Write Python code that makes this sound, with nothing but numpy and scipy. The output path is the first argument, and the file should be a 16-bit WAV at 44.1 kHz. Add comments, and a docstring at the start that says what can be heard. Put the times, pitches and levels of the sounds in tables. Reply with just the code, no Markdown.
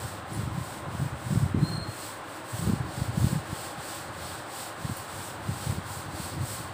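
"""From the start a felt duster sweeps to and fro over a chalky blackboard, hissing by friction, while a fan
rushes and its draught buffets one small microphone in low lumps. At 0.3 s glass bangles collide and ring.
From 1.6 s a far bird whistles once through the classroom. Near 5 s the bangles clink again,
and duster and fan go on to the end."""
import sys
import numpy as np
from scipy import signal
from scipy.fft import rfft, irfft, next_fast_len
from scipy.io import wavfile
from scipy.ndimage import map_coordinates

SR = 44100
rng = np.random.default_rng(int(sys.argv[2]) if len(sys.argv) > 2 else 0)


def int16_out(signal):
    """Quantize to a 16-bit WAV file."""
    q = np.round(np.clip(np.atleast_2d(signal).T, -1, 1) * 32767)
    wavfile.write(sys.argv[1], SR, q.astype(np.int16))


N = 296793

# The fan's rush. Each row: frequency in Hz, relative spectral density in dB.
FAN_SPECTRUM = [(25, -19), (70, -33), (100, -6.5), (200, -9), (450, -7.5), (900, -4), (1500, -4.5),
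                (2300, -14.5), (4000, -20), (5000, -44), (5800, -32), (8000, -46.5), (16000, -50)]
# Room resonances in the rush. Each row: centre in Hz, bandwidth in Hz, gain in dB.
ROOM_MODES = [(104, 15, 2), (316.4, 47, 6), (562, 97, 0.5), (785, 91, -2), (1058, 87, -3.5)]
# Loudness of the fan. Each row: time in seconds, level in dB.
FAN_LEVEL = [(0, -42), (3.5, -41), (6.73, -41.5)]
# Gusts of the draught. Each row: time in seconds, level in dB.
GUSTS = [(0, -44), (.27, -46.5), (.36, -34), (.56, -41), (.65, -48), (.75, -43), (1.05, -37.5), (1.18, -44),
         (1.35, -32), (1.5, -37), (1.62, -24), (1.71, -37.5), (1.82, -38), (1.92, -48), (2.43, -60.5),
         (2.7, -26), (2.88, -41), (3.12, -41.5), (3.24, -30.5), (3.42, -44), (3.95, -50.5), (4.3, -44.5),
         (4.45, -56), (4.72, -55), (4.86, -37.5), (4.97, -55), (5.15, -46), (5.42, -50), (5.49, -36),
         (5.6, -41), (5.76, -33.5), (5.88, -46.5), (6.05, -41), (6.6, -42), (6.73, -47)]
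# Buffeting noise. Each row: frequency in Hz, relative spectral density in dB.
BUFFET_SPECTRUM = [(25, -23), (50, -11.5), (90, 3), (140, -2.5), (220, -10.5), (330, -13.5), (500, -25),
                   (900, -72)]
# Eddies bursting on the microphone. Each row: centre in seconds, level in dB, pitch in Hz, length in ms.
EDDIES = [(0.055, -28, 102, 18), (0.323, -29, 150, 10), (0.389, -27.5, 132, 43), (0.439, -24, 128, 10),
          (0.478, -22.5, 133, 11), (0.533, -29, 111, 46), (0.584, -23.5, 149, 13.6),
          (0.617, -27.5, 107, 19), (0.884, -28, 139, 8.3), (0.952, -26, 133, 6.8), (1.002, -25, 183, 6.7),
          (1.026, -22, 140, 22), (1.065, -25, 133, 12), (1.134, -29.5, 110, 14), (1.269, -27, 111, 18),
          (1.312, -20, 148, 11), (1.329, -20.5, 175, 12), (1.36, -17, 176, 4.5), (1.377, -14, 132, 7.3),
          (1.406, -26, 134, 7.3), (1.436, -16, 119, 19), (1.463, -18.5, 135, 4.9), (1.548, -13.5, 182, 4.1),
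          (1.593, -25, 126, 19), (1.632, -13, 148, 13), (1.703, -31.5, 169, 29), (1.748, -27.5, 152, 22),
          (1.782, -25.5, 166, 8.8), (1.89, -28, 123, 15), (2.543, -30.5, 112, 21), (2.596, -24.5, 125, 9),
          (2.632, -26, 161, 24), (2.676, -18, 170, 6.8), (2.7, -17, 212, 7.6), (2.737, -14, 176, 4.8),
          (2.808, -22, 128, 9), (2.98, -27, 140, 10), (3.021, -19, 122, 9.2), (3.096, -23.5, 112, 20),
          (3.18, -16, 154, 7.7), (3.225, -19, 110.6, 44), (3.246, -11, 137, 4.4), (3.27, -18, 149, 7.2),
          (3.316, -30, 151, 9), (3.332, -16.5, 150, 6.2), (3.362, -21.5, 154, 17), (3.379, -27, 144, 14),
          (3.531, -21.5, 131, 5.8), (3.79, -37, 150, 25), (4.1, -37, 85, 18), (4.22, -36, 85, 22),
          (4.853, -21.5, 129, 9.3), (4.898, -22.5, 181, 5.2), (4.919, -27, 110, 18),
          (5.494, -19.5, 139, 10), (5.673, -21, 116, 10), (5.7, -24, 103, 16), (5.726, -22, 139, 5.1),
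          (5.786, -21.5, 148, 5.3), (6.204, -25.5, 139, 6.8), (6.379, -30, 147, 20),
          (6.412, -23, 108.6, 28), (6.438, -24, 111, 13)]
# The bird's call. Each row: time in seconds, pitch in Hz, level in dB.
BIRD_CALL = [(1.56, 4070, -70), (1.6, 4120, -57), (1.67, 4215, -49), (1.72, 4230, -42), (1.81, 4270, -44),
             (1.845, 4300, -48), (1.87, 4230, -58), (1.905, 4245, -48), (1.94, 4270, -57),
             (2.03, 4210, -56), (2.16, 4200, -74)]
# Touches of the bangles. Each row: start in seconds, level in dB, gain of the upper modes in dB.
TOUCHES = [(.333, -42.5, -2), (.345, -45, -6), (.363, -54, -6), (4.964, -58, 16), (4.969, -43, 9),
           (4.976, -48, 10), (4.986, -50, 2)]
# Modes of the glass. Each row: frequency in Hz, relative level in dB, time to fall 60 dB in seconds.
GLASS_MODES = [(8900, -7, 0.018), (9350, 4, 0.021), (9770, 1, .02), (10000, 0, .02), (13400, -4, .02),
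               (13850, 0, .025), (14300, -3, .02), (15250, -12, .015)]
# Sweeps of the duster. Each row: opening turn in seconds, fastest moment in seconds,
# hiss at the turn in dB, hiss at full speed in dB, rasp at full speed in dB.
SWEEPS = [(-.1, .04, -58, -45.5, -50.5), (0.248, 0.364, -62.5, -48.5, -51.5), (0.5, 0.695, -57, -47.5, -51),
          (.86, 1.03, -60, -49, -53), (1.14, 1.358, -58, -46.5, -51), (1.54, 1.69, -60.5, -50, -56),
          (1.808, 2.052, -59, -44, -48), (2.228, 2.35, -60, -51, -54.5), (2.43, 2.59, -57, -43, -47.5),
          (2.83, 3.04, -58, -47, -49.5), (3.112, 3.24, -55, -43, -47), (3.43, 3.643, -56.5, -44, -47.5),
          (3.762, 3.9, -56.5, -43, -46), (4.102, 4.3, -57, -45.5, -47), (4.45, 4.6, -58, -42.5, -46.5),
          (4.752, 4.94, -57.5, -46, -49.5), (5.07, 5.24, -51, -44.5, -49.5),
          (5.384, 5.682, -56, -44.5, -47.5), (5.82, 5.946, -56.5, -43, -48.5),
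          (6.082, 6.257, -56.5, -43, -46.5), (6.38, 6.52, -54.5, -41, -48), (6.73, 6.9, -59.5, -45, -46)]
# The felt's hiss. Each row: frequency in Hz, relative spectral density in dB.
HISS_SPECTRUM = [(3000, -66), (5000, -1.5), (7000, -3.5), (10000, -0.5), (13000, 4.5), (16000, -1)]
# The board's rasp. Each row: frequency in Hz, relative spectral density in dB.
RASP_SPECTRUM = [(900, -14), (1500, -7), (2300, -3.5), (3200, 0), (4400, 0.5), (5200, -2.5), (5800, -9.5),
                 (9000, -12.5)]
# The wooden back rings more in some places. Each row: time in seconds, level against the rasp in dB.
BACK_RING = [(0, -10), (1.2, -13), (2.7, -7.5), (3.6, -10.5), (4.3, -8), (5.2, -13), (5.8, -7.5),
             (6.73, -5.5)]
# Reverberation of the classroom. Each row: frequency in Hz, time to fall 60 dB in seconds.
ROOM_DECAY = [(300, 0.39), (4000, 0.34), (12000, 0.13)]
# Resonances of the microphone's port. 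Each row: frequency in Hz, gain in dB.
PORT_RESPONSE = [(5000, 1), (6400, 1), (7400, 6.5), (8200, 12), (9300, 4), (11800, -7), (13500, -8),
                 (15500, 2.5)]


def amp(db):
    """Decibels as an amplitude ratio."""
    return 10 ** (np.asarray(db) / 20)


def unit_rms(x):
    """Normalisation to unit power."""
    return x / np.sqrt(np.mean(x ** 2) + 1e-20)


def at_frequency(points, hz):
    """Interpolation of (Hz, value) points on a logarithmic axis."""
    freqs, values = np.transpose(points)
    return np.interp(np.log(hz + 1), np.log(freqs + 1), values)


def curves(rows):
    """Linear interpolation in time: one curve for each column after the first."""
    times, *columns = np.transpose(rows)
    return [np.interp(np.arange(N) / SR, times, column) for column in columns]


def wobble(rate):
    """Smooth random modulation, with `rate` knots a second."""
    return map_coordinates(rng.standard_normal(int(N * rate / SR) + 4), [np.arange(N) * rate / SR])


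def filtered(x, response):
    """Filtering as multiplication of the spectrum by a response."""
    size = next_fast_len(N + SR // 2)
    return irfft(rfft(x, size) * response(np.fft.rfftfreq(size, 1 / SR)), size)[:N]


def coloured(x, spectrum):
    """Spectral shaping by (Hz, dB) points, at unit power."""
    return unit_rms(filtered(x, lambda hz: amp(at_frequency(spectrum, hz))))


def resonance(x, centre_hz, width_hz):
    """A resonance passes a bell-shaped band about its centre."""
    return filtered(x, lambda hz: 1 / (1 + (2 * (hz - centre_hz) / width_hz) ** 2))


def room(x):
    """Reverberation: each frequency decays at its own rate; the response changes as the hand moves."""
    out, hop = np.zeros(N + SR), SR // 5
    fade = np.hanning(2 * hop)
    x = np.pad(x, (hop + 300, 2 * hop))  # reflections arrive 300 samples late
    for start in range(0, N, hop):
        hz, t, noise = signal.stft(rng.standard_normal(SR // 2), SR, nperseg=256)
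        decay = amp(-60 * t / at_frequency(ROOM_DECAY, hz)[:, None])
        tail = signal.istft(noise * decay, SR, nperseg=256)[1]
        echoes = signal.fftconvolve(x[start:][:2 * hop] * fade, tail / np.linalg.norm(tail))
        out[start:][:len(echoes)] += echoes
    return out[hop:][:N]


def fan():
    """Broadband air noise excites room resonances, which slowly swell and fade."""
    rush = coloured(rng.standard_normal(N), FAN_SPECTRUM)
    swells = sum(amp(db + 2.5 * wobble(2.93)) * resonance(rush, hz, width)
                 for hz, width, db in ROOM_MODES)
    return amp(curves(FAN_LEVEL)[0]) * unit_rms(rush + swells)


def draught(low_cut_hz=65):
    """Turbulence at the microphone: gusts give low noise, strong eddies brief lopsided pressure swings."""
    buffeting = amp(2.5 * wobble(35)) * coloured(rng.standard_normal(N), BUFFET_SPECTRUM)
    out = np.pad(amp(curves(GUSTS)[0]) * unit_rms(buffeting), SR)
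    t = np.arange(-SR // 20, SR // 20) / SR
    for centre, db, hz, ms in EDDIES:
        offset, glide, skew = rng.uniform(-1.04, 1, 3)
        swell = amp(-24 * (t * 1000 / ms) ** 2)  # 6 dB down at both ends of its length
        phase = 2 * np.pi * hz * t * (1 + 14 * glide * t) + np.pi * offset
        swing = np.cos(phase + 0.3 * np.sin(phase + np.pi * skew)) + .15 * skew  # steep flank, net push
        out[SR + round(centre * SR) - SR // 20:][:len(t)] += amp(db) * swell * swing
    return filtered(out[SR:-SR], lambda hz: 1 / np.sqrt(1 + (low_cut_hz / (hz + 1)) ** 5))


def bird():
    """Frequency modulation: a whistle rises and levels off, with a faint octave and a rough lower note."""
    hz, db = curves(BIRD_CALL)
    phase = 2 * np.pi * np.cumsum(hz + 40 * wobble(110)) / SR
    lower_phase = 2 * np.pi * np.cumsum(np.minimum(hz, 4135) + 50 * wobble(110)) / SR
    whistle = np.sin(phase) + amp(-21.5) * np.sin(2 * phase)
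    lower_note = amp(-11 + 3.4 * wobble(40.7)) * np.sin(lower_phase)
    sounding = db > max(BIRD_CALL[0][2], BIRD_CALL[-1][2])
    return sounding * amp(db + 3 * wobble(45)) * (whistle + lower_note)


def bangles(upper_hz=12000, attack_s=0.00058):
    """Free vibration: each touch of the glass rings excites their damped modes at new strengths."""
    out, t = np.zeros(N + SR), np.arange(SR // 5) / SR
    attack = 1 - np.exp(-t / attack_s)
    for start, touch_db, upper_db in TOUCHES:
        for hz, mode_db, t60 in GLASS_MODES:
            db = touch_db + mode_db + upper_db * (hz > upper_hz) + rng.normal(0, 2.5)
            envelope = attack * amp(db - 60 * t / t60)
            out[round(start * SR):][:len(t)] += envelope * np.sin(2 * np.pi * hz * t)
    return out[:N]


def sweep_levels(rasp_share=0.76):
    """Friction noise follows sliding speed: hiss and rasp, in dB, dip as the hand slows into each turn."""
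    turn, fastest, turn_db, hiss_db, rasp_db = np.transpose(SWEEPS)
    t, marks = np.arange(N) / SR, np.ravel([turn, fastest], 'F')
    phase = np.pi / 2 * np.interp(t, marks, np.arange(len(marks)))
    speed = np.abs(np.sin(phase)) ** 0.94  # a power under 1 lingers near full speed
    slow_db = turn_db[np.searchsorted(fastest, t)]  # at the nearest turn
    full_db = hiss_db[np.searchsorted(turn, t) - 1]  # of the running sweep
    dip_db = (1 - speed) * (slow_db - np.interp(t, fastest, hiss_db))
    return slow_db + speed * (full_db - slow_db), np.interp(t, fastest, rasp_db) + rasp_share * dip_db


def slips(spread_db):
    """Countless slips of unequal strength add up to grainy noise."""
    return rng.standard_normal(N) * amp(spread_db * np.minimum(rng.exponential(size=N), 5))


def duster():
    """Sliding friction: chalk grains slip, so the felt hisses, the board rasps and its back rings."""
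    hiss_db, rasp_db = sweep_levels()
    grip_db = .5 * wobble(14)  # the hand's pressure trembles
    felt = coloured(slips(1.8), HISS_SPECTRUM)
    treble = filtered(felt, lambda hz: 1 / (1 + (9800 / (hz + 1)) ** 8))
    felt += (amp(0.16 * (hiss_db + 46.5)) - 1) * treble  # a slow duster loses its highest treble first
    hiss = amp(hiss_db + grip_db + 0.4 * wobble(150)) * felt
    ring = unit_rms(resonance(slips(2.5), centre_hz=4400, width_hz=700))
    board = coloured(slips(2.2), RASP_SPECTRUM) + amp(curves(BACK_RING)[0]) * ring
    return hiss + amp(rasp_db + grip_db + 0.38 * wobble(60)) * board


def scene():
    """Superposition: direct sound and reverberation add at one microphone, which feeds both channels."""
    rub, clinks, call = duster(), bangles(), bird()
    reverberation = room(amp(-17.5) * rub + clinks + amp(-1.5) * call)
    return np.tile(rub + clinks + call + reverberation + fan() + draught(), (2, 1))


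def record(dry):
    """Resonance in the microphone's port colours the treble; nothing passes above the band limit."""
    limit_hz = 15520
    return np.array([filtered(channel, lambda hz: amp(at_frequency(PORT_RESPONSE, hz)) * (hz < limit_hz))
                     for channel in dry])


dry = scene()
out = record(dry)
int16_out(out)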